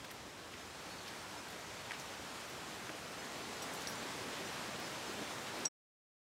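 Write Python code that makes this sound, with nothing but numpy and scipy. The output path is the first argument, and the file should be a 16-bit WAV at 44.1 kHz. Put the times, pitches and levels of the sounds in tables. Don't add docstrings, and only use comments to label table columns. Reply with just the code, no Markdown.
import sys
import numpy as np
from scipy import signal
from scipy.io import wavfile
from scipy.ndimage import uniform_filter1d

SR = 44100
rng = np.random.default_rng(int(sys.argv[2]) if len(sys.argv) > 2 else 0)


def output_pcm(signal):
    pcm = np.clip(np.atleast_2d(signal).T, -1, 1) * 32767
    wavfile.write(sys.argv[1], SR, np.round(pcm).astype(np.int16))


def decibels_to_gain(level_db):
    exponent = np.asarray(level_db, float) / 20
    return 10 ** exponent


N = 280035


def evened(x):
    return x / np.sqrt(np.mean(x ** 2) + 1e-20)


def add(mix, start_s, sound):
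    part = mix[round(start_s * SR):][:len(sound)]
    part += sound[:len(part)]


def crunch(level_db, centre_hz, octaves, length_ms):
    count = 4096
    per_ms = min(.33 * length_ms, 3.6)
    chance, size, sign = rng.random(count), rng.exponential(1, count), rng.random(count)
    rustle = rng.standard_normal(count)
    cracks = (chance < per_ms * 1000 / SR) * decibels_to_gain(3.5 * np.minimum(size, 3.5)) * np.sign(sign - .5)
    cracks = cracks + .25 * rustle
    cracks[0] += 3.0
    u = np.arange(count) * 1000 / SR / length_ms
    press = np.exp(-1.6 * u ** 1.5) * (.5 + .5 * np.minimum(4 * u, 1))
    edges_hz = np.clip(centre_hz * 2. ** (np.array([-.5, .5]) * octaves), 60, 19500)
    band = signal.butter(2, edges_hz, "bandpass", fs=SR, output="sos")
    sound = signal.sosfilt(band, cracks * press)
    sound = signal.lfilter([1], [1, -.55], sound)
    return decibels_to_gain(level_db) * sound / np.sqrt(np.sum(sound ** 2) / (length_ms * SR / 1000))


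# start_s, level_db, centre_hz, length_ms
DIRT = [(.043, -53, 2500, 18), (.103, -54, 3000, 16), (.575, -58, 3000, 14), (1.485, -54, 6000, 5),
        (1.9185, -46, 5000, 2.2), (1.928, -53, 1900, 30), (1.99, -61, 7500, 45), (2.40, -57, 4000, 50),
        (2.897, -45, 350, 6), (5.653, -46, 3000, 6)]
LEAVES = [(.046, -61, 10500, 12), (.11, -57, 12000, 12), (.535, -53.5, 2500, 14), (1.03, -64, 9000, 10),
          (1.06, -55, 3000, 45), (1.075, -66, 12000, 25), (1.898, -53, 2300, 10), (1.911, -49, 1300, 9),
          (1.9165, -47, 2400, 6), (2.8935, -43, 1500, 1.5), (2.932, -52, 420, 28), (3.615, -54, 3000, 14),
          (3.622, -57, 8300, 22), (3.733, -59, 11500, 34), (3.805, -62, 11500, 35), (3.88, -60, 12500, 55),
          (3.955, -52, 8500, 3), (5.5915, -51, 13000, 1.2)]
GRIT = [(.13, -70, 14000, 30), (1.078, -54, 4800, 20), (3.62, -64, 14800, 35), (1.5, -66, 13000, 25),
        (1.59, -66, 14000, 6), (3.92, -56, 5300, 30), (1.996, -55, 6000, 22), (2.49, -64, 15000, 22),
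        (3.736, -51, 7800, 6), (3.8205, -46, 6000, 1.8), (3.8725, -34, 5100, 1.2), (3.876, -51, 10500, 4),
        (4.801, -52, 14000, 1.8), (5.652, -41, 5300, 5), (5.6545, -37, 7000, 3), (5.6568, -41, 7000, 2.5)]


def footsteps():
    steps = np.zeros(N)
    for rows, octaves in ((DIRT, 2.3), (LEAVES, .95), (GRIT, .48)):
        for start_s, level_db, centre_hz, length_ms in rows:
            add(steps, start_s, crunch(level_db, centre_hz, octaves, length_ms))
    return steps


# start_s, peak_db, pitch_hz, ring_ms
SNAPS = [(.0475, -46, 1500, 2.5), (.052, -50, 4300, 2), (.107, -46, 1700, 2), (.1145, -47, 1900, 2.5),
         (.1142, -52, 11000, .8), (.121, -54, 13000, .8), (1.0885, -48, 3800, 3), (1.112, -46, 3100, 2),
         (1.9092, -28, 2100, 1.1), (1.9093, -48, 8300, 1), (1.9173, -38, 2000, 1.2),
         (1.9195, -32, 1850, 1.2), (1.9335, -42, 2100, 1.5), (1.947, -44, 2400, 1.5),
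         (2.8695, -43, 1550, 2), (2.8935, -40, 2000, 1.5), (2.9005, -42, 750, 3), (3.6425, -50, 8300, 1.5),
         (3.744, -51, 11600, 1.2), (3.8155, -44, 3100, 2.5), (3.878, -48, 9800, 1.2)]


def snaps():
    snapping = np.zeros(N)
    t = np.arange(1000) / SR
    for start_s, peak_db, pitch_hz, ring_ms in SNAPS:
        u = t * 3200 / ring_ms
        add(snapping, start_s, decibels_to_gain(peak_db) * u * np.exp(1 - u) * np.sin(2 * np.pi * pitch_hz * t))
    return snapping


# pitch_hz, pair_split_hz, partner_share, t60_s
RING_MODES = [(5690, 80, .35, .1), (7895, 45, .6, .15), (11200, 40, .4, .05), (14890, 80, .2, .07)]


def clink(modes_db, pitch, until_s):
    t = np.arange(6000) / SR
    sound = np.zeros(len(t))
    for (hz, split_hz, share, t60_s), db in zip(RING_MODES, modes_db):
        lower = np.sin(2 * np.pi * hz * pitch * t)
        upper = share * np.sin(2 * np.pi * (hz * pitch + split_hz) * t)
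        sound += decibels_to_gain(db - 60 * t / t60_s) * (lower + upper)
    onset = 1 - np.exp(-t / .0008)
    return sound * onset * np.clip((until_s - t) / .0008 + 1, 0, 1)


# start_s, level_db, rim_db (extra third mode when struck on the rim)
CLINKS = [(3.619, -46, 2.5), (3.626, -46, -4), (3.634, -56, 0), (3.752, -62, 0), (3.874, -43, -3),
          (3.8805, -43, 0), (3.887, -45, 13), (3.8955, -43, 3), (3.902, -54, 6), (3.913, -49, 0),
          (3.928, -53, 0), (5.652, -33, 0), (5.6566, -23.5, 0)]
# from_s, pitch_factor, then mode2_db, mode3_db, mode4_db against mode 1
HANGS = [
    (3.6, 1.009, -5.5, -15, -11),
    (3.7, 1.01, -.5, 6.5, -8),
    (3.85, .9925, -16, -17, -28),
    (5.6, 1.0005, -12.5, -33, -50),
]


def strap_ring():
    rattle = np.zeros(N)
    gaps_s = np.diff([row[0] for row in CLINKS], append=N / SR)
    for (start_s, level_db, rim_db), gap_s in zip(CLINKS, gaps_s):
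        _, pitch, second_db, third_db, fourth_db = [hang for hang in HANGS if hang[0] < start_s][-1]
        modes_db = level_db + np.array([0, second_db, third_db + rim_db, fourth_db])
        add(rattle, start_s, clink(modes_db, pitch, gap_s))
    return rattle


# start_s, pitch_hz, level_db
PEEPS = [
    [(.9, 4320, -60), (.92, 4390, -57), (.942, 4480, -58)],
    [(.978, 4600, -59), (.99, 4450, -57), (1.006, 4280, -58)],
]


def bird():
    peeps = np.zeros(N)
    for rows in PEEPS:
        s, pitch_hz, level_db = np.transpose(rows)
        t = np.arange(s[0], s[-1], 1 / SR)
        tone = np.sqrt(2) * np.sin(2 * np.pi * np.cumsum(np.interp(t, s, pitch_hz)) / SR)
        add(peeps, s[0], decibels_to_gain(np.interp(t, s, level_db)) * tone * signal.windows.tukey(len(t), .3))
    return peeps


# start_s, body_db, shelter (from the rumble, up to 1; below 0
# adds rumble), boom_db (far), sky_db (openness)
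HISS = [(0, -53, 0, 1, -.5), (.35, -53.6, 0, 2, 0), (.7, -52, .2, 1, 0), (1.05, -50.3, .3, -1, .5),
        (1.4, -50.8, .8, -1, .3), (1.7, -49.8, .9, 0, -1.3), (2.0, -49.5, .7, 2, -.3),
        (2.5, -49.5, .4, 2, .3), (3.0, -49.6, .2, -1, .3), (3.4, -47.8, 0, 0, -.6), (3.7, -47, .2, -1, 0),
        (4.0, -46.5, .15, 0, -.8), (4.3, -46, .1, -1, -.5), (4.7, -46.6, 0, -1, -.5),
        (5.0, -46.4, -.1, 1, 0), (5.3, -46.5, -.1, -2, 0), (5.7, -46.5, -.6, -5, 0)]
# pitch_hz, level_db (per Hz)
HISS_COLOUR = [(15, -62), (28, -42), (50, -27), (80, -4.5), (130, -5), (250, -1), (500, -2.3), (900, -3.2),
               (1500, -5), (2800, -9), (5060, -12), (7500, -15.5), (10000, -21.6), (15800, -30.8)]


def hiss():
    frames, hz = N // 256 + 5, np.fft.rfftfreq(1024, 1 / SR)
    real, imaginary, patches = rng.standard_normal((frames, 513, 3)).T
    patches = evened(uniform_filter1d(uniform_filter1d(patches, 14, 0), 12, 1))
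    t = np.arange(frames) * 256 / SR - 512 / SR
    s, *columns = np.transpose(HISS)
    body_db, shelter, boom_db, sky_db = (np.interp(t, s, c) for c in columns)
    rumble_db = .7 - 3.1 * shelter
    fizz_db = -.1 + .4 * shelter + sky_db
    colour_hz, colour_db = np.transpose(HISS_COLOUR)
    colour = decibels_to_gain(np.interp(np.log(hz + 1), np.log(colour_hz), colour_db))
    colour /= np.sqrt(np.mean(colour ** 2))
    low = 1 / (1 + (hz / 560) ** 4)[:, None]
    deep = 1 / (1 + (hz / 130) ** 4)[:, None]
    high = 1 / (1 + (4200 / (hz + 1)) ** 3)[:, None]
    flicker_db = .35 * evened(uniform_filter1d(rng.standard_normal(frames), 5))
    deep_db = deep * boom_db + deep * .85 * (-46.5 - body_db)
    field_db = body_db + deep_db + (low - deep) * rumble_db + high * fizz_db
    field_db = field_db + .75 * patches + flicker_db
    z = (real + 1j * imaginary) * colour[:, None] * decibels_to_gain(field_db - 23.3)
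    return signal.istft(z, nperseg=1024, noverlap=768, boundary=False)[1][512:N + 512]


def scene():
    near = footsteps() + strap_ring() + snaps() + bird()
    ground = decibels_to_gain(-12) * np.roll(near, round(.0031 * SR))
    wall = decibels_to_gain(-18) * np.roll(near, round(.0117 * SR))
    return np.tile(near + ground + wall + hiss(), (2, 1))


UNLIKE_S = [.2, .62, .8, 1.39, 1.41, 1.97, 2.06, 2.6, 2.62, 2.88, 3.13, 3.2, 3.25, 3.43, 3.57, 3.78, 3.99,
            4.27, 4.48, 4.55, 4.66, 4.75, 4.85, 5.08]


def unlike_treble(mono):
    low_hz, high_hz, band_hz, share = 4700, 15800, 1290, .2
    hz, s, z = signal.stft(mono, SR, nperseg=1024)
    band = np.clip((hz - low_hz) // band_hz + 1, 0, 10).astype(int)
    draw = rng.random((len(UNLIKE_S), 11))
    least = draw[:, 1:-1].min(axis=1, keepdims=True)
    chosen = (draw < share) | (draw == least)
    inside = (hz > low_hz) & (hz < high_hz)
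    where = sum(np.outer(row[band] & inside, abs(s - at) < .0125) for at, row in zip(UNLIKE_S, chosen))
    unlike = abs(z) * where * np.exp(2j * np.pi * rng.random(z.shape)) * decibels_to_gain(-.7)
    side = signal.istft(unlike, SR, nperseg=1024)[1][:N]
    return side * np.array([[1], [-1]])


# start_s, end_s, residue_db (faint remainder), gone_s
FADE = (5.654, 5.6865, -50, 5.69)


def fade_out(sound):
    start_s, end_s, residue_db, gone_s = FADE
    return sound * np.interp(np.arange(N) / SR, [start_s, end_s, gone_s], [1, decibels_to_gain(residue_db), 0])


def top_cut(x):
    return signal.sosfilt(signal.butter(12, 15850, fs=SR, output="sos"), x)


def record(dry):
    edge = signal.firwin(511, 15840, window=("kaiser", 9), fs=SR)
    limited = signal.oaconvolve(dry + unlike_treble(dry[0]), edge[None], "same")
    bass_cut = signal.butter(3, 56, "highpass", fs=SR, output="sos")
    mix = fade_out(signal.sosfilt(bass_cut, limited))
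    return top_cut(mix)


dry = scene()
out = record(dry)
output_pcm(out)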